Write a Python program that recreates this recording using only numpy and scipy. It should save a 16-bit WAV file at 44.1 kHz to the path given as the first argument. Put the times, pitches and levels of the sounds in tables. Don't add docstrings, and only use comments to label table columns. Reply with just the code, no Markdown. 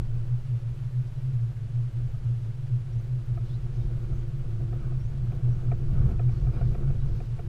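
import sys
import numpy as np
from scipy import signal
from scipy.fft import rfft, irfft, next_fast_len
from scipy.io import wavfile
from scipy.ndimage import uniform_filter1d

SR = 44100
rng = np.random.default_rng(int(sys.argv[2]) if len(sys.argv) > 2 else 0)


def invert_db(level):
    return 10 ** (np.asarray(level, dtype=float) / 20)


def generate_wav(signal):
    frames = np.transpose(np.atleast_2d(signal))
    scaled = np.clip(frames, -1, 1) * 32767
    pcm = np.round(scaled).astype(np.int16)
    wavfile.write(sys.argv[1], SR, pcm)


N = 329868

# time in seconds, level in dB over a fixed base.
ROAD_SHAKE = [(0, 8), (.5, -5), (2.1, -0.5), (2.6, -4.5), (3.3, 1), (3.7, 4.5), (3.86, 9.5), (4.2, 5),
              (4.4, 0.5), (4.65, 7), (5.2, 8), (5.8, 10), (5.96, 17.5), (6.3, 11), (6.5, 12), (7.05, 13),
              (7.25, 7), (7.48, 3)]
# start in seconds, length in seconds, dB over the usual surface.
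COARSE_PATCHES = [(2.203, .15, 1.5), (3.224, .3, 0.5), (3.826, 0.47, 3.5), (4.348, 0.33, 2.5),
                  (4.702, 0.27, 5.5), (5.22, 0.48, 4), (5.673, 0.081, 7), (5.862, .33, 10.5),
                  (6.224, 0.43, 3), (6.47, 0.52, 7), (7.06, 0.16, 2), (7.31, 0.16, 3)]
# level in dB, share of shake, share of coarseness.
AXLE_DRIVE = (-40.5, 0.84, 0.05)
SPRING_DRIVE = (-37.5, 0.54, 0.05)
PANEL_DRIVE = (-55, 0.45, 0.69)
TYRE_DRIVE = (-67.5, 0.17, .9)

# frequency in Hz, density in dB per Hz.
HISS_SPECTRUM = [(240, -30), (400, 0.5), (503, -4), (534, 0), (736, -7), (1530, -8.5), (1950, -12),
                 (2690, -12.5), (10900, -27.5), (14400, -36), (15300, -33)]
HISS_DB = -59.5
# multiple of the clock frequency, level in dB.
WHINE_HARMONICS = [(2, -93), (3, -89), (4, -92), (5, -96), (7, -99)]
CLOCK_HZ = 1000
TREBLE_FROM_HZ, TREBLE_TO_HZ = 12800, 15250
DROPOUTS_PER_S, DROPOUT_S, FRAME, HOLE_SHARE = 6, 0.04, 1024, 0.35

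# frequency in Hz, width in Hz, level in dB.
ROAR_MODES = [(889, 27, 2), (1109, 25, 5.5), (1260, 170, -0.5), (1475, 220, -1.5), (2250, 190, -11)]
# frequency in Hz, width in Hz, level in dB.
PANEL_MODES = [(162.7, 19.2, 6), (210.6, 11, 1.5), (235, 22, -4), (291.4, 17, -8), (341.5, 15, -1),
               (370, 27, -5), (449, 42, -13), (471, 110, -12), (696, 80, -17)]
# frequency in Hz, width in Hz, level in dB.
FLOOR_PANEL_MODE = [(344, 17, 0)]
# time in seconds, level in dB.
FLOOR_LEVEL = [
    (0, -65),
    (1.5, -66.5),
    (3.1, -64),
    (3.7, -55.5),
    (4.9, -53),
    (5.2, -61),
    (6.05, -50),
    (6.6, -54),
    (7.48, -59),
]

# start in seconds, length in seconds, first Hz, last Hz, level in dB.
ROLLER_SQUEAKS = [(2.925, 0.032, 5630, 5820, -79), (2.982, 0.023, 6100, 6320, -78),
                  (3.45, 0.1, 4050, 4240, -81), (3.48, 0.076, 3250, 3900, -75),
                  (3.535, .035, 4100, 4050, -72.5), (3.72, 0.076, 6000, 6650, -84),
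                  (3.805, 0.029, 3650, 3700, -75), (3.747, 0.13, 5050, 5180, -84),
                  (4.122, 0.085, 6300, 6450, -80), (4.185, .02, 6500, 7000, -79),
                  (4.98, 0.079, 5310, 5950, -77.5), (5.03, 0.085, 5850, 7000, -83),
                  (5.515, .03, 5800, 5800, -76), (5.583, 0.074, 6500, 6400, -83),
                  (5.595, 0.021, 3480, 3580, -78), (6.309, 0.11, 4285, 4400, -79),
                  (6.523, 0.051, 4900, 4940, -77), (6.53, 0.08, 3630, 4060, -78),
                  (6.531, 0.047, 2380, 2450, -71), (6.585, 0.033, 2853, 2850, -76),
                  (6.65, 0.066, 4800, 4630, -84), (6.99, 0.057, 3780, 3930, -76),
                  (7.13, 0.071, 4900, 5040, -83), (7.149, 0.044, 6200, 6455, -86)]
# start in seconds, length in seconds, middle Hz, width Hz,
# level in dB.
ROLLER_SCUFFS = [
    (3.429, 0.15, 4200, 2464, -69.5),
    (3.697, 0.18, 4200, 2207, -72),
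    (6.256, 0.25, 5000, 2020, -71.5),
    (6.509, 0.28, 4400, 1800, -73),
    (7.001, 0.36, 4740, 2001, -72.5),
]

# time in seconds, peak in dB, bright part in dB, low thud in dB.
BLOWS = [(2.141, -50, -24, -9), (3.373, -39, -20, -10), (3.662, -48, -19, -11), (3.909, -49, -15, -4),
         (4.125, -45, -33, -12), (4.727, -41.5, -20, 0), (4.92, -46, -23, -8), (5.32, -43.5, -13, -12),
         (5.716, -30.5, -17, -2), (6.194, -35, -14, 0), (6.292, -44, -10, -3), (6.468, -41, -15, -1),
         (6.611, -33.5, -22, -3), (6.639, -52, -29, -8), (6.747, -37, -18, -1), (6.903, -43.5, -18, -8),
         (7.203, -39, -14, 1), (7.391, -36.5, -17, -2.5)]
# frequency in Hz, level in dB, delay in seconds, ring in seconds.
FITTING_PARTS = [
    (688, -3.5, 0.0007, 0.0038),
    (1307, -12, .004, 0.0023),
    (1820, -22, 0.00046, 0.0024),
]
# frequency in Hz, level in dB, delay and ring in seconds.
FITTING_BRIGHT = (2420, 1.1, 0.00023, 0.0015)
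FITTING_LOW = (427, 0.2, 0.00904, 0.002)

# frequency in Hz, width in Hz, level in dB.
SPRING_MODE = [(14.84, 2.3, 0)]
# frequency in Hz, density in dB per Hz.
AXLE_SPECTRUM = [(14, -40), (24, -1), (30, 0), (53, -1), (64, -9), (95, -9), (150, -15), (185, -23),
                 (260, -40), (500, -130)]
# middle in seconds, length in seconds, dB over the usual shake.
AXLE_JOLTS = [(0.124, 0.1, -11), (.71, .12, 8), (2.958, .15, 8), (3.855, 0.093, 6.5), (4.153, 0.15, 7),
              (4.64, 0.16, 3), (5.214, .08, 3.5), (5.49, .1, 3.5), (5.95, 0.16, 3), (6.147, .08, 5),
              (6.44, 0.12, 8.5), (6.658, .16, 6), (6.973, 0.065, 1), (7.12, 0.11, 5.5)]

# frequency in Hz, width in Hz, level in dB.
HULL_MODES = [(114, 20, -1), (130, 20, -1)]
# middle in seconds, length in seconds, peak in dB, pitch in Hz.
BOOM_SWELLS = [(0.1, 0.29, -26, 117.1), (0.343, 0.19, -21.5, 121.0), (0.552, 0.17, -22, 120.7),
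               (0.681, 0.19, -25, 116.7), (0.99, 0.15, -21, 125.2), (1.3, 0.27, -25.5, 129.8),
               (1.41, 0.34, -23, 117.3), (1.805, 0.28, -22, 118.9), (2.019, 0.34, -26.5, 121),
               (2.314, 0.19, -20.5, 119), (2.743, 0.16, -20.5, 120.3), (2.962, 0.24, -24.5, 118.3),
               (3.148, 0.25, -25.5, 123.4), (3.348, 0.32, -23.5, 121.5), (3.405, 0.3, -25, 113.4),
               (3.8, 0.19, -23.5, 117.5), (3.933, 0.11, -24.5, 120.6), (4.19, 0.24, -25, 122.8),
               (4.714, 0.2, -28, 115.3), (4.957, 0.28, -26, 127.1), (5.267, 0.3, -24, 120.1),
               (5.49, 0.2, -18.6, 122.8), (5.71, 0.19, -22, 125.8), (6.029, 0.23, -20.4, 129.6),
               (6.048, 0.28, -23.4, 117), (6.257, 0.19, -17.6, 121.9), (6.49, 0.1, -18, 123),
               (6.643, 0.098, -20, 123.2), (6.89, 0.1, -20, 129.8), (7.319, 0.3, -26.5, 118.6)]
BOOM_LULLS = [.254, .413, .608, .753, .916, 1.039, 1.546, 1.683, 1.906, 2.104, 2.195, 2.576, 3.261, 3.347,
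              3.465, 3.61, 3.728, 4.0, 4.44, 4.825, 5.138, 5.409, 5.773, 6.086, 6.449, 6.59, 6.753, 7.093,
              7.429]
LULL_S, LULL_DEPTH = 0.055, 0.75
BEATING_DB, BEATING_SHAKE_SHARE = -32, 0.14
YIELD = 0.61


def evened(x):
    return x / np.sqrt(np.mean(x ** 2) + 1e-20)


def coloured(gain):
    size = next_fast_len(N)
    hz = np.fft.fftfreq(size, 1 / SR)
    a, b = rng.standard_normal((2, size))
    spectrum = (a + 1j * b) * gain(np.maximum(hz, 1)) * (hz > 0)
    return np.fft.ifft(spectrum)[:N]


def slope(points):
    f, db = np.transpose(points)
    return lambda hz: invert_db(np.interp(np.log(hz), np.log(f), db))


def peaks(modes, steep):
    def gain(hz):
        power = sum(invert_db(2 * db) / (1 + (2 * (hz - f) / width) ** 2) ** steep for f, width, db in modes)
        return np.sqrt(power)
    return gain


def steadied(z, share, size):
    power = abs(uniform_filter1d(abs(z) ** 2, size)) + 1e-20
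    return evened((z / power ** (share / 2)).real)


def flutter(hz, depth_db):
    wander = coloured(lambda f: 1 / (1 + (f / hz) ** 4)).real
    return invert_db(depth_db * evened(wander))


def add(mix, s, sound):
    part = mix[round(s * SR):][:len(sound)]
    part += sound[:len(part)]


def driven(level_db, shake_share, coarse_share):
    s, db = np.transpose(ROAD_SHAKE)
    shake_db = np.interp(np.arange(N) / SR, s, db)
    coarse_db = np.zeros(N)
    for start, length, patch_db in COARSE_PATCHES:
        add(coarse_db, start, patch_db * signal.windows.tukey(round(length * SR), 0.4))
    return invert_db(level_db + shake_share * shake_db + coarse_share * coarse_db)


def microphone_noise():
    t = np.arange(N) / SR
    hiss = invert_db(HISS_DB) * evened(coloured(slope(HISS_SPECTRUM)).real) * flutter(22, 0.42)
    whine = sum(invert_db(db + 3) * np.sin(2 * np.pi * k * CLOCK_HZ * t) for k, db in WHINE_HARMONICS)
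    return hiss + whine


def broken_treble(x):
    hz, spectrum = np.fft.rfftfreq(N, 1 / SR), rfft(x)
    body = irfft(spectrum * (hz < TREBLE_FROM_HZ), N)
    top = irfft(spectrum * (hz >= TREBLE_FROM_HZ) * (hz < TREBLE_TO_HZ), N)
    z = signal.stft(top, nperseg=FRAME)[2]
    survives = rng.random(z.T.shape).T > HOLE_SHARE
    top = signal.istft(z * survives, nperseg=FRAME)[1][:N]
    kept = np.ones(N)
    starts, lengths = rng.random((N // FRAME, 2)).T
    for k in np.flatnonzero(starts < DROPOUTS_PER_S * FRAME / SR):
        frames = int(1 - np.log(lengths[k]) * (DROPOUT_S * SR / FRAME - 0.5))
        kept[k * FRAME:][:FRAME * frames] = 0.04
    return body + invert_db(6.0) * uniform_filter1d(kept, size=200) * flutter(30, 3.0) * top


def roar():
    excess = np.maximum(driven(*TYRE_DRIVE) ** 2 - invert_db(-69.0) ** 2, invert_db(-82.5) ** 2)
    noise = coloured(peaks(ROAR_MODES, 1.9)).real * flutter(31, 2.8)
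    return invert_db(-1.1) * np.sqrt(excess) * evened(noise)


def squeaks():
    out = np.zeros(N)
    fuzz = coloured(peaks([(200, 70, 0)], 1.5)) * np.exp(-2j * np.pi * 200 * np.arange(N) / SR)
    fuzz = 0.9 + 0.5 * fuzz / np.std(fuzz)
    for s, length, first_hz, last_hz, db in ROLLER_SQUEAKS:
        count = round(length * SR)
        glide = np.exp(2j * np.pi * np.cumsum(np.linspace(first_hz, last_hz, count)) / SR)
        tone = (fuzz[round(s * SR):][:count] * glide).real
        add(out, s, invert_db(db + 8.0) * signal.windows.tukey(count, 0.4) * tone)
    for s, length, hz, width, db in ROLLER_SCUFFS:
        count = round(length * SR)
        band = signal.butter(2, [hz - width / 2, hz + width / 2], "band", fs=SR)
        noise = rng.standard_normal(20000)[:count]
        add(out, s, invert_db(db) * signal.windows.tukey(count, 0.5) * evened(signal.lfilter(*band, noise)))
    return out


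def panels():
    ring = steadied(coloured(peaks(PANEL_MODES, 1.094)), 0.66, size=4000) * flutter(20, 1.8)
    return invert_db(2.0) * driven(*PANEL_DRIVE) * evened(ring)


def floor_panel():
    s, db = np.transpose(FLOOR_LEVEL)
    level = invert_db(np.interp(np.arange(N) / SR, s, db))
    return level * steadied(coloured(peaks(FLOOR_PANEL_MODE, 2.0)), 0.45, size=3000)


def knocks():
    out, t = np.zeros(N), np.arange(3000) / SR
    band = signal.butter(4, [450, 1900], "band", fs=SR)
    parts = FITTING_PARTS + [FITTING_BRIGHT, FITTING_LOW]
    for (s, db, bright_db, low_db), chance in zip(BLOWS, rng.standard_normal((len(BLOWS), 3000))):
        colour = [0, 2.5 * chance[5], 2.5 * chance[6], bright_db, low_db]
        for (hz, part_db, delay, ring), more_db, turn in zip(parts, colour, chance):
            swell = t / ring * np.exp(1 - t / ring)
            tone = np.sin(2 * np.pi * (hz * (1 + 0.023 * turn) * t + turn))
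            add(out, s + delay - 0.001, invert_db(db + part_db + more_db) * swell * tone)
        rattle = evened(signal.lfilter(*band, chance))
        add(out, s, invert_db(db - 20) * t / 0.006 * np.exp(1 - t / 0.0047) * rattle)
    return out


def bounce():
    sway = driven(*SPRING_DRIVE) * steadied(coloured(peaks(SPRING_MODE, 1.7)), 0.2, size=6000)
    jolt_db = np.zeros(N)
    for s, length, db in AXLE_JOLTS:
        add(jolt_db, s - length / 2, db * np.hanning(round(length * SR)))
    rumble = steadied(coloured(slope(AXLE_SPECTRUM)), 0.73, size=4000)
    return sway + driven(*AXLE_DRIVE) * invert_db(jolt_db) * flutter(5.3, 1.7) * rumble


def boom():
    notes, busy = np.zeros(N), np.zeros(N)
    for (s, length, db, hz), turn in zip(BOOM_SWELLS, rng.random((len(BOOM_SWELLS), 1))):
        t = np.arange(round(length * SR)) / SR
        start = max(s - length / 2, 0)
        swell = np.sin(np.pi * t / length) ** 2
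        add(notes, start, invert_db(db) * swell * np.sin(2 * np.pi * (hz * t + turn)))
        add(busy, start, swell)
    beating = steadied(coloured(peaks(HULL_MODES, 3)), 0.63, size=3000)
    beating = driven(BEATING_DB, BEATING_SHAKE_SHARE, 0) * beating
    hush = np.ones(N)
    for s in BOOM_LULLS:
        add(hush, s - LULL_S / 2, -LULL_DEPTH * np.hanning(round(LULL_S * SR)))
    return invert_db(0.54) * hush * (notes + np.clip(1 - YIELD * busy, 0, 1) * beating)


def scene():
    return (roar() + squeaks() + panels() + floor_panel() + knocks() + bounce() + boom())[None]


def low_pass(x):
    return signal.sosfilt(signal.butter(12, 15580, fs=SR, output="sos"), x)


def record(dry):
    t = np.arange(N) / SR
    fade = np.minimum((t[-1] - t) / 0.004, 1)
    return low_pass(fade * (dry + broken_treble(microphone_noise())))


dry = scene()
out = record(dry)
generate_wav(out)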